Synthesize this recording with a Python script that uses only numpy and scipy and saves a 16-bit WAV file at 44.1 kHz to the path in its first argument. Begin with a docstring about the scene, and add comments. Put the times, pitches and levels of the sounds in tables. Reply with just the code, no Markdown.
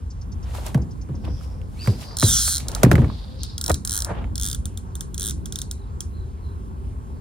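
"""Clicking reel on a river bank

The drag ratchet of an angler's reel clicks, once racing into a rasp: tuned modes plus scattered noise.
Knocks thump through the ground into the microphone stand; clothes and grass rustle as grainy noise.
Insects chirp in noise bursts, small birds in gliding sines. Low noise of wind and moving ground rumbles
on two microphone ports over a distant hush of flickering bands and thin drones."""
import sys
import numpy as np
from scipy import signal
from scipy.fft import rfft, irfft, next_fast_len
from scipy.io import wavfile
from scipy.ndimage import uniform_filter1d

SR = 44100
rng = np.random.default_rng(int(sys.argv[2]) if len(sys.argv) > 2 else 0)


def to_wav(s):
    """Save 16-bit WAV."""
    ch = np.atleast_2d(s).T  # columns
    pcm = np.round(np.clip(ch, -1, 1) * 32767)  # PCM
    wavfile.write(sys.argv[1], SR, pcm.astype(np.int16))


N = 317916
T = np.arange(N) / SR

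# line pulled off the spool by the fish, one curve per pull: t/s, speed/(teeth per s)
PULLS = [
    [(2.1692, 44.0), (2.215, 132.4), (2.25, 274.2), (2.31, 468.2), (2.345, 522.9), (2.385, 485.2),
     (2.43, 353.4), (2.485, 319.1), (2.53, 202.6), (2.565, 116.9), (2.584, 50.7)],
    [(3.5795, 27.4), (3.63, 36.3), (3.685, 63.2), (3.747, 26.4)],
    [(3.8495, 37.7), (3.885, 45.8), (3.915, 98.2), (3.94, 118.8), (3.97, 89.1), (4.051, 25.8)],
    [(4.3557, 35.8), (4.4, 60.8), (4.42, 95.8), (4.447, 106.7), (4.48, 81.2), (4.551, 50.4)],
    [(5.179, 44.1), (5.205, 89.0), (5.23, 100.5), (5.28, 111.4), (5.312, 70.1)],
]
# teeth slipping one at a time: t/s, strength/dB
TICKS = [(2.6836, -2), (2.7163, -12.5), (2.7491, 0), (3.4328, -1), (4.6551, 0), (4.7738, -0.5),
         (4.9532, -1.5), (5.0076, 2), (5.1437, -2), (5.457, 0), (5.5233, 0.5), (5.5572, 1), (5.5872, 0),
         (5.6163, 0), (5.7119, -1), (6.0055, 2.5)]
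# ringing modes of a click: f/Hz, t60/s, level/dB
REEL_MODES = [(3500, 0.0034, -17), (3610, 0.016, -3), (4164, 0.015, 0), (5625, 0.011, 1.5),
              (6010, 0.015, -4), (6630, 0.0089, -0.5), (7570, 0.0096, -5.5), (8530, 0.011, -3),
              (9280, 0.012, -4.5), (10180, 0.015, -8.5), (11070, 0.0099, -7.5), (12700, 0.0075, -7.5),
              (13300, 0.0059, -23), (14400, 0.012, -24.5)]
# group of each mode: 1 bright, 2 middle, 3 upper ring, 4 lower ring, 5 whine
MODE_GROUP = [4, 4, 3, 5, 2, 2, 1, 1, 1, 1, 1, 1, 1, 1]
# click colour as the rod swings: t/s, bright/dB, middle/dB, upper ring/dB, lower ring/dB, whine/dB,
# lower ring tuning/ratio, whine tuning/ratio
ROD = [(2.17, -17.5, -20, -24, -50, -20, 1.2, 0.97), (2.245, -18, -18.5, -16.5, -30, -24, 1.3, 0.9),
       (2.285, -15.5, -18, -44, -19.5, -27, 1, 0.91), (2.315, -18, -20, -36, -19.5, -17.5, 1.01, 1.07),
       (2.35, -19, -19, -33, -19.5, -16, 0.91, 1.06), (2.39, -19.5, -18, -27, -26, -19, .97, .96),
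       (2.43, -18, -20, -28, -28, -26, .95, 0.93), (2.46, -16.5, -20, -24.5, -38, -28, 0.83, .94),
       (2.526, -17.5, -18, -23.5, -46.5, -28, 0.64, .94), (2.581, -18, -17, -22, -40, -19.5, 0.8, 0.93),
       (3.58, -21.5, -22, -25.5, -25, -23, 0.91, 0.93), (3.66, -17, -20.5, -27.5, -34, -19, 1.2, .99),
       (3.74, -16.5, -18.5, -25, -34, -26, 1.1, 0.94), (3.86, -16.5, -19.5, -28.5, -38, -24, 0.88, 0.94),
       (3.95, -17.5, -22, -30, -31, -19.5, 0.9, 1.07), (4.05, -19, -19.5, -31, -34, -20.5, 1.2, 0.93),
       (4.36, -21.5, -23.5, -31.5, -28, -27, .99, 0.97), (4.45, -19.5, -20, -35, -24, -28, .99, 0.93),
       (4.55, -20.5, -25, -41, -24, -28, 0.98, 0.86), (4.72, -24, -29, -40, -27.5, -39, 1.03, 0.92),
       (5.18, -22.5, -22, -37, -27, -29, 0.95, 1.24), (5.22, -20.5, -24, -29, -25.5, -37, 0.99, 1.03),
       (5.27, -18.5, -27, -29, -26.5, -34, 0.98, .99), (5.31, -22, -17.5, -44, -25, -28, 1.04, 1.2),
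       (5.46, -25, -24, -40, -26.5, -29, 0.95, 1.15), (5.6, -21.5, -21.5, -24.5, -28.5, -26.5, 1.01, 0.93),
       (6.0, -23, -23.5, -41, -29.5, -31, 0.91, .99)]
# upper ring tuning: t/s, tuning/ratio
UPPER_TUNING = [(2.19, 1.01), (2.24, 0.96), (2.3, .96), (2.38, 1.04), (2.43, 0.99), (2.47, 1.06),
                (2.58, 0.982), (5.2, 1), (5.25, 0.92)]
# click noise scattered by rod, reeds and bank: low f/Hz, high f/Hz, rise/s, t60/s, level/dB
WASH = [(1710, 3160, 0.0037, 0.063, -31), (1010, 1620, 0.0013, 0.073, -24.5),
        (3020, 4450, 0.00051, 0.2, -30.5), (3680, 4620, 0.0011, 0.25, -25), (5030, 7000, 0.00018, 0.2, -26),
        (6400, 10600, 0.000904, 0.22, -25), (11600, 15200, 0.00042, 0.046, -15.5),
        (1258, 1460, .002, 0.081, -25)]
# group that feeds each wash band, numbered as in MODE_GROUP
WASH_GROUP = [2, 1, 4, 3, 2, 1, 1, 5]
# knocks: t/s, crack/dB, thump/dB, snap/dB, thump time to peak/s, thump f/Hz, ring/dB, ring f/Hz
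KNOCKS = [(.549, -33, -60, -44, .01, 90, -28, 1310), (.584, -32, -60, -55, .01, 90, -31, 695),
          (0.664, -26, -41, -32, 0.014, 90, -33, 900), (0.682, -50, -60, -45, .01, 90, -42, 3500),
          (0.745, -16.5, -10.5, -34.5, 0.014, 124, -21.5, 1680),
          (0.776, -43, -20, -52, 0.026, 65, -26, 800), (1.088, -37, -23.5, -64, 0.02, 133, -39, 400),
          (1.139, -55, -22.5, -70, 0.019, 76, -55, 900), (1.251, -48, -30, -51.5, 0.018, 70, -32, 2900),
          (1.28, -44, -24.5, -66, 0.022, 69, -31, 715), (1.41, -55, -50, -66, .01, 90, -37, 1300),
          (1.615, -38, -49, -59, 0.01, 90, -38, 2750), (1.846, -38, -50, -60, .01, 90, -38, 1300),
          (1.86, -36, -39, -55, .01, 90, -30, 1600), (1.873, -15, -8, -34.5, 0.016, 101, -22, 2090),
          (2.109, -38, -44, -60, 0.012, 90, -35, 1900), (2.226, -7.5, -6, -29, 0.016, 94, -12.5, 1260),
          (2.478, -23, -48, -23, 0.01, 90, -20, 1410), (2.762, -30, -43, -54, 0.01, 90, -25, 1300),
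          (2.832, 0.5, -1.5, -14, 0.0093, 112.5, -10, 600), (2.848, -18, -37, -35, .01, 120, -15, 1900),
          (2.86, -27, -8, -50, 0.006, 75, -22, 1100), (2.914, -2, -12, -22.5, 0.0053, 258, -9, 1700),
          (2.93, -42, -6, -35, 0.0057, 79, -13.5, 422), (2.954, -12, -15, -33, 0.0078, 60, -14, 2040),
          (2.98, -20, -7, -58, 0.014, 113.5, -22, 1700), (3.017, -23, -14, -53, 0.013, 85, -33, 2000),
          (3.044, -22, -46, -53, 0.0084, 90, -28, 2000), (3.099, -30, -46, -77, 0.011, 90, -25, 1100),
          (3.698, -35, -13, -25, 0.016, 70, -26, 603), (4.093, -44, -40, -66, 0.0055, 200, -34, 800),
          (4.105, -34, -23.5, -63, 0.0028, 345, -20, 765), (4.152, -45, -50, -65, .01, 90, -38, 2500),
          (4.242, -29.5, -30, -70, 0.0081, 90, -33, 2200)]
# cloth and grass as the angler moves: peak t/s, rise/s, fall/s, low scuff/dB, scrape/dB, high swish/dB
RUSTLE = [(.5, 0.12, 0.077, -51, -55.5, -60.5), (0.555, 0.037, 0.11, -40.5, -48, -46.5),
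          (0.671, 0.04, 0.056, -36.5, -45.5, -45), (1.247, 0.0065, 0.024, -43.5, -46, -74),
          (1.285, 0.035, 0.025, -42, -64, -81), (1.436, 0.051, 0.04, -74, -62, -57.5),
          (1.5, 1, 0.24, -58, -79.5, -67), (1.87, 0.095, 0.11, -58, -48.5, -44.5),
          (2.02, 0.033, 0.047, -61, -44, -45.5), (2.15, 0.26, 0.076, -45, -75, -64),
          (2.6, 0.0045, 0.028, -57, -45, -40), (2.76, 0.17, 0.43, -39, -48.5, -51),
          (2.99, 0.03, 0.035, -40, -48, -57), (3.708, 0.015, 0.0063, -15, -57, -51.5),
          (4.104, 0.068, 0.078, -32.5, -65, -75), (4.19, 0.061, 0.084, -40, -74, -78)]
# narrow hisses and scrapes of the same moves: peak t/s, rise/s, fall/s, level/dB, centre f/Hz, half width/Hz
HISS = [(1.33, 0.12, 0.28, -55.5, 5300, 380), (1.29, .03, .05, -59, 3130, 500),
        (1.4, .07, .1, -64, 3400, 300), (1.864, 0.056, .2, -48, 4730, 700),
        (2.02, 0.063, 0.38, -50, 4770, 800), (3.128, 0.1, 0.36, -49.5, 4110, 754),
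        (3.425, 0.044, 0.16, -42.5, 4480, 720), (4.09, 0.042, 0.12, -43, 1450, 300),
        (4.17, 0.055, 0.095, -51, 2590, 790)]
# scratchy insect chirps: t/s, level/dB
INSECT_CHIRPS = [(0.102, -47), (0.211, -48.5), (0.317, -48), (0.426, -51.5), (0.815, -51.5), (0.907, -53),
                 (1.011, -49), (1.1483, -52)]
# whistled bird notes: peak t/s, rise/s, fall/s, level/dB, start f/Hz, peak f/Hz, end f/Hz
NOTES = [(1.811, 0.047, 0.045, -50, 2200, 2810, 2300), (1.815, 0.024, .12, -40, 4200, 4750, 4850),
         (1.93, .06, .08, -54, 4800, 4920, 4840), (2.1, .08, 0.09, -47, 4860, 4780, 4960),
         (6.17, 0.063, 0.11, -63, 4100, 4110, 4000), (6.46, 0.047, 0.11, -63.5, 4300, 4070, 4010)]
# wind, with ground rumble as the angler moves: t/s, low rumble/dB, flutter/dB
LOW_NOISE = [(0.0, -29, -44), (0.5, -27.5, -41), (0.74, -28.5, -39), (1.06, -30.5, -43), (1.28, -25, -33),
             (1.5, -30, -42), (2.09, -27, -42.5), (2.6, -28.5, -41), (2.95, -20.5, -34.5),
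             (3.15, -30, -42.5), (3.75, -30.5, -39.5), (4.0, -29, -42.5), (4.18, -26.5, -35),
             (4.35, -29, -38), (4.75, -32, -41), (5.36, -27.5, -40), (5.7, -33, -40.5), (6.2, -28.5, -41.5),
             (7.21, -29, -41)]
# hush spectrum, relative density: f/Hz, level/dB per Hz
HUSH = [(180, -36), (300, -22), (385, -10.5), (511, -24.5), (915, -7), (1660, -33.5), (1930, -27.5),
        (3890, -31.5), (11300, -33.5), (12900, -63), (16000, -61)]
# far, thin drones: from t/s, to t/s, f/Hz, level/dB
DRONES = [(4.7, 7.21, 385, -55), (1.2, 1.66, 515, -57), (3.22, 3.42, 520, -55)]
# phase lag of the right port behind the left for airborne sound: f/Hz, lag/rad
PORT_LAG = [(300, 0), (1100, 3.0), (1700, 6.2), (4400, 6.7), (5200, 7.7), (7000, 8.2), (7700, 4.7),
            (9400, 6.2), (10700, 7.2), (12600, 9.4), (15500, 12.5), (22050, 19)]

FIRST_TOOTH_DB, TOOTH_SCATTER_DB = -0.5, 1.7  # first tooth of a pull is softer; colour varies per tooth
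DRIFT_SHARE, DRIFT_PER_S = .009, 14  # tuning wanders as the grip on the reel shifts
WASH_APART_DB = -3  # part of the wash in antiphase between the ports
RING_CYCLES = 15.4  # cycles until a knock's ring is 60 dB down
THUMP_DROP_HZ, THUMP_DROP_S = 171, 0.0049  # a thump falls to its pitch
THUMP_LEFT_DB, THUMP_LEFT_HZ = -15.5, (172, 376)  # band of a thump that leans left
RUMBLE_DB, RUMBLE_S = -17, 0.032  # ground rumble re thump, time to peak
ANGLER_SIDE_DB, ANGLER_SIDE_HZ = -3, 350  # so close a source differs between the ports above this f
TRILL_S, TRILL_GAP_S, TRILL_DB = 5.751, .023, -57
SWELL_DROP_DB = 15  # drop one rise before and one fall after a peak
HUSH_DB, HUSH_FLICKER_DB = -53, 2.2  # rms before it is spread over the ports; spread of each band's level
LOW_CUT_HZ, TOP_HZ = 45, 15900


def reel():
    """Each tooth flicks the pawl: the reel's modes ring, then the surroundings scatter noise."""
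    clicks = reel_clicks()
    return ports(click_rings(clicks), -.8) + click_wash(clicks)


def reel_clicks():
    """One row per tooth passing the pawl: t/s, then the level/dB of each of the five groups."""
    pulled = np.concatenate([teeth(pull) for pull in PULLS])
    is_first = np.isin(pulled, [pull[0][0] for pull in PULLS])
    times, strength_db = np.vstack([TICKS, np.c_[pulled, FIRST_TOOTH_DB * is_first]]).T
    s, *colour_db, _, _ = np.transpose(ROD)
    levels_db = [strength_db + np.interp(times, s, db) for db in colour_db]
    clicks = np.transpose([times] + levels_db)
    clicks[:, 1:] += TOOTH_SCATTER_DB * rng.standard_normal((len(times), len(colour_db)))
    return clicks


def teeth(pull):
    """Moments at which the turning spool passes a tooth: the integrated speed reaches whole numbers."""
    s, speed = np.transpose(pull)
    t = np.arange(s[0], s[-1], 1 / SR)
    passed = np.cumsum(np.interp(t, s, speed)) / SR
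    return np.interp(np.arange(passed[-1]), passed, t)


def click_rings(clicks):
    """Decaying modes, tuned and weighted a little differently for every flick of the pawl."""
    out = np.zeros(N)
    hz, t60, db = np.transpose(REEL_MODES)
    drift = np.array([walk(DRIFT_PER_S) for _ in range(6)])[MODE_GROUP]
    s, *_, lower, whine = np.transpose(ROD)
    for click in clicks:
        now = click[0]
        upper_now = np.interp(now, *np.transpose(UPPER_TUNING))
        group_tuning = np.array([1, 1, 1, upper_now, np.interp(now, s, lower), np.interp(now, s, whine)])
        detune, weight, late = rng.standard_normal((3, len(hz)))
        start = now * SR % 1 / SR + .0005 + .000034 * late  # fraction of a sample, then scatter per mode
        wander = 1 + .008 * detune + DRIFT_SHARE * drift[:, int(now * SR)]
        mode_hz = hz * group_tuning[MODE_GROUP] * wander
        mode_db = db + click[MODE_GROUP] + 1.2 * weight
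        add(out, now, ring(mode_hz, t60, mode_db, start))
    # so small a body radiates little below its lowest mode
    return signal.sosfilt(signal.ellip(5, 1, 34, 3200, "high", fs=SR, output="sos"), out)


def click_wash(clicks):
    """Scattered noise bands; the powers of successive clicks add up and decay."""
    power = np.zeros((6, N))
    for click in clicks:
        power[1:, int(click[0] * SR)] = undb(2 * click[1:])
    common, apart, t = np.zeros(N), np.zeros(N), T[:SR // 4]
    for (lo_hz, hi_hz, rise, t60, db), group in zip(WASH, WASH_GROUP):
        power_fade = (np.exp(-np.log(1000) * t / t60) * (1 - np.exp(-t / rise))) ** 2
        envelope = undb(db) * np.sqrt(abs(signal.fftconvolve(power[group], power_fade)[:N]))
        common += envelope * band(lo_hz, hi_hz, order=3)
        apart += envelope * band(lo_hz, hi_hz, order=3)
    return ports(common, -.8) + undb(WASH_APART_DB) * apart * np.array([[1], [-1]])


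def knocks():
    """A snap, a crack and a short ring come by air; the thump follows through the ground, highs first."""
    air, ground, t = np.zeros(N), np.zeros(N), T[:SR // 5]
    mid, tail, high, low = band(560, 1470), band(217, 1700), band(3200, 12600), band(138, 316)
    rumble = band(72, 201)
    for s, crack_db, thump_db, snap_db, peak_s, thump_hz, ring_db, ring_hz in KNOCKS:
        cut = slice(int(s * SR), int(s * SR) + len(t))
        add(air, s, undb(crack_db) * mid[cut] * t / 0.0078 * np.exp(1 - t / .002 * 1.01))
        add(air, s, undb(crack_db - 21) * tail[cut] * np.exp(-t / 0.013))
        add(air, s, undb(snap_db) * high[cut] * np.exp(-t / 0.0049))
        add(air, s, ring(ring_hz, RING_CYCLES / ring_hz, ring_db, 0.001083))

        hz = thump_hz + THUMP_DROP_HZ * np.exp(-t / THUMP_DROP_S)
        thump = sweep(hz) + 0.14 * low[cut]
        envelope = t / peak_s * np.exp((1 - (t / peak_s) ** 2) / 2)
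        add(ground, s + 0.00497, undb(thump_db) * envelope * thump)
        add(ground, s, undb(thump_db + RUMBLE_DB) * rumble[cut] * t / RUMBLE_S * np.exp(1 - t / RUMBLE_S))
        add(ground, s + 0.00299, undb(thump_db - 10) * low[cut] * t / 0.0036 * np.exp(1 - t / 0.0048))
    return air, ground


def rustle():
    """Fibres and stalks slip in dense small grains: noise bands with fast random levels."""
    low, scrape, high = sum(undb(db)[:, None] * swell(peak, rise, fall, bend=1.0)
                            for peak, rise, fall, *db in RUSTLE)
    low = low * unit(grains(2.7) * band(320, 1004))
    scrape = scrape * unit(grains(3.5) * band(1000, 3960, order=3))
    high = high * unit(grains(0.98) * band(2800, 11400))
    hiss = np.zeros(N)
    for peak, rise, fall, db, hz, half_hz in HISS:
        carried = unit(band(30, half_hz) * np.cos(2 * np.pi * hz * T))  # low noise moved up to the centre
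        hiss += undb(db) * swell(peak, rise, fall, bend=1.4) * carried
    return low + scrape + high + hiss * unit(grains(2.0))


def grains(spread_db):
    """Fast random gain of slipping fibres."""
    return undb(spread_db * walk(220))


def birds():
    """Bird whistles are wavering sine glides, the faint trill six falling chirps."""
    out, t = np.zeros(N), T[:SR // 20]
    for k, (late, loud, sag) in enumerate(rng.standard_normal((6, 3))):
        chirp = sweep(4100 - (25000 + 8000 * sag) * t) * t / 0.004 * np.exp(1 - t / 0.004)
        add(out, TRILL_S + (k + .12 * late) * TRILL_GAP_S, undb(TRILL_DB + 2.5 * loud) * chirp)
    for peak, rise, fall, db, *glide_hz in NOTES:
        hz = np.interp(T, [peak - rise, peak, peak + fall], glide_hz) * (1 + .01 * walk(200))
        waver = 0.85 + 0.65 * band(23, 200)
        out += np.sqrt(2) * undb(db) * swell(peak, rise, fall, bend=1.7) * waver * sweep(hz)
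    return out


def insects():
    """Scratchy insect chirps are short bursts of band-passed noise."""
    out, t, scratch = np.zeros(N), T[:SR // 20], band(4840, 6300)
    for s, db in INSECT_CHIRPS:
        add(out, s, undb(db) * scratch[int(s * SR):][:len(t)] * t / 0.0071 * np.exp(1 - t / 0.0067))
    return out


def wind_and_ground_rumble():
    """Noise of wind and moving ground: low rumble nearly alike on both ports, flutter less so."""
    out = 0
    for column, lo_hz, hi_hz, apart_db in [(1, 22.7, 87.4, -16), (2, 33.6, 232, -1.5)]:
        level = gain_curve([LOW_NOISE], column) * undb(2.0 * walk(7))
        common = band(lo_hz, hi_hz, order=3)
        apart = undb(apart_db) * band(lo_hz, hi_hz, order=3) * np.array([[1], [-1]])
        out = out + level * (common + apart)
    return out


def hush():
    """Far water and leaves in bands a third of an octave apart that flicker alone, with thin drones."""
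    hz, db = np.transpose(HUSH)
    out = np.zeros(N)
    for f in 300 * 2 ** np.arange(0, 5.7, 1 / 3):
        level_db = np.interp(np.log(f), np.log(hz), db) + HUSH_FLICKER_DB * walk(14)
        out += undb(level_db) * np.sqrt(f) * band(f / 0.99, f * 1.36)  # sqrt(f): bandwidth grows with f
    drone = sum(gain_curve([[(start, db), (end, db)]], 1) * band(f - 10, f + 10, order=1)
                for start, end, f, db in DRONES)
    return undb(HUSH_DB) * unit(out) + drone


def ports(x, left_db):
    """Left and right port, each shifted by half the phase between them."""
    size = next_fast_len(N + SR)
    half = np.interp(np.arange(size // 2 + 1) * SR / size, *np.transpose(PORT_LAG)) / 2
    spectrum = rfft(x, size)
    return np.array([undb(side * left_db / 2) * irfft(spectrum * np.exp(1j * side * half), size)[:N]
                     for side in (1, -1)])


def undb(db):
    """Amplitude gain of a level in dB."""
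    return 10 ** (np.asarray(db) / 20)


def unit(x):
    """Scaled to rms 1."""
    return x / np.sqrt(np.mean(x ** 2))


def through(x, lo_hz, hi_hz, order=2):
    """Butterworth band-pass."""
    return signal.sosfilt(signal.butter(order, [lo_hz, hi_hz], "band", fs=SR, output="sos"), x)


def band(lo_hz, hi_hz, order=2):
    """Band-passed noise of rms 1."""
    return unit(through(rng.standard_normal(N), lo_hz, hi_hz, order))


def walk(rate):
    """Random levels held 1 / rate s and slewed twice; rms 1."""
    k = int(SR / rate)
    held = np.repeat(rng.standard_normal(N // k + 1), k)
    return unit(uniform_filter1d(uniform_filter1d(held, k), k)[:N])


def sweep(hz):
    """Sine whose phase integrates a frequency curve."""
    return np.sin(2 * np.pi * np.cumsum(hz) / SR)


def ring(hz, t60, db, start):
    """Sum of decaying modes, each with its own start."""
    t = np.maximum(T[:SR // 40, None] - start, 0)
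    modes = undb(db) * np.sin(2 * np.pi * hz * t) * np.exp(-np.log(1000) * t / t60)
    return np.sum(modes, axis=1)


def swell(peak, rise, fall, bend):
    """Gain that climbs to 1 and dies away; a larger bend holds the top longer and ends sooner."""
    return undb(-SWELL_DROP_DB * np.maximum((peak - T) / rise, (T - peak) / fall) ** bend)


def gain_curve(tables, column):
    """Gain along the dB column of several spans, silent between them."""
    out = np.zeros(N)
    for rows in tables:
        rows = np.array(rows, float)
        edge = np.clip(np.minimum(T - rows[0, 0], rows[-1, 0] - T) / 0.0025, 0, 1)
        out += edge * undb(np.interp(T, rows[:, 0], rows[:, column]))
    return out


def add(out, s, sound):
    """Mix a sound in at s seconds."""
    i = int(s * SR)
    out[i:i + len(sound)] += sound[:N - i]


def scene():
    """All sources on the left and right port."""
    air, ground = knocks()
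    far = hush()
    around = np.array([far, np.roll(far, SR)])  # part of the hush arrives from all sides
    side = undb(ANGLER_SIDE_DB) * through(rustle() + knocks()[0], ANGLER_SIDE_HZ, TOP_HZ)  # fresh noise
    angler = rustle() + air + side * np.array([[-1], [1]])
    lean = undb(THUMP_LEFT_DB) * through(ground, *THUMP_LEFT_HZ)
    ground = ground + lean * np.array([[1], [-1]])
    distant = ports(birds() + insects() + 0.98 * far, 0.33) + 0.47 * around
    return reel() + distant + angler + ground + wind_and_ground_rumble()


def record(dry):
    """The microphone drops the deepest bass, peaks clip at full scale, the top is cut."""
    dry = signal.sosfilt(signal.butter(6, LOW_CUT_HZ, "high", fs=SR, output="sos"), dry)
    return signal.sosfilt(signal.ellip(8, .2, 70, TOP_HZ, fs=SR, output="sos"), np.clip(dry, -1, 1))


dry = scene()
out = record(dry)
to_wav(out)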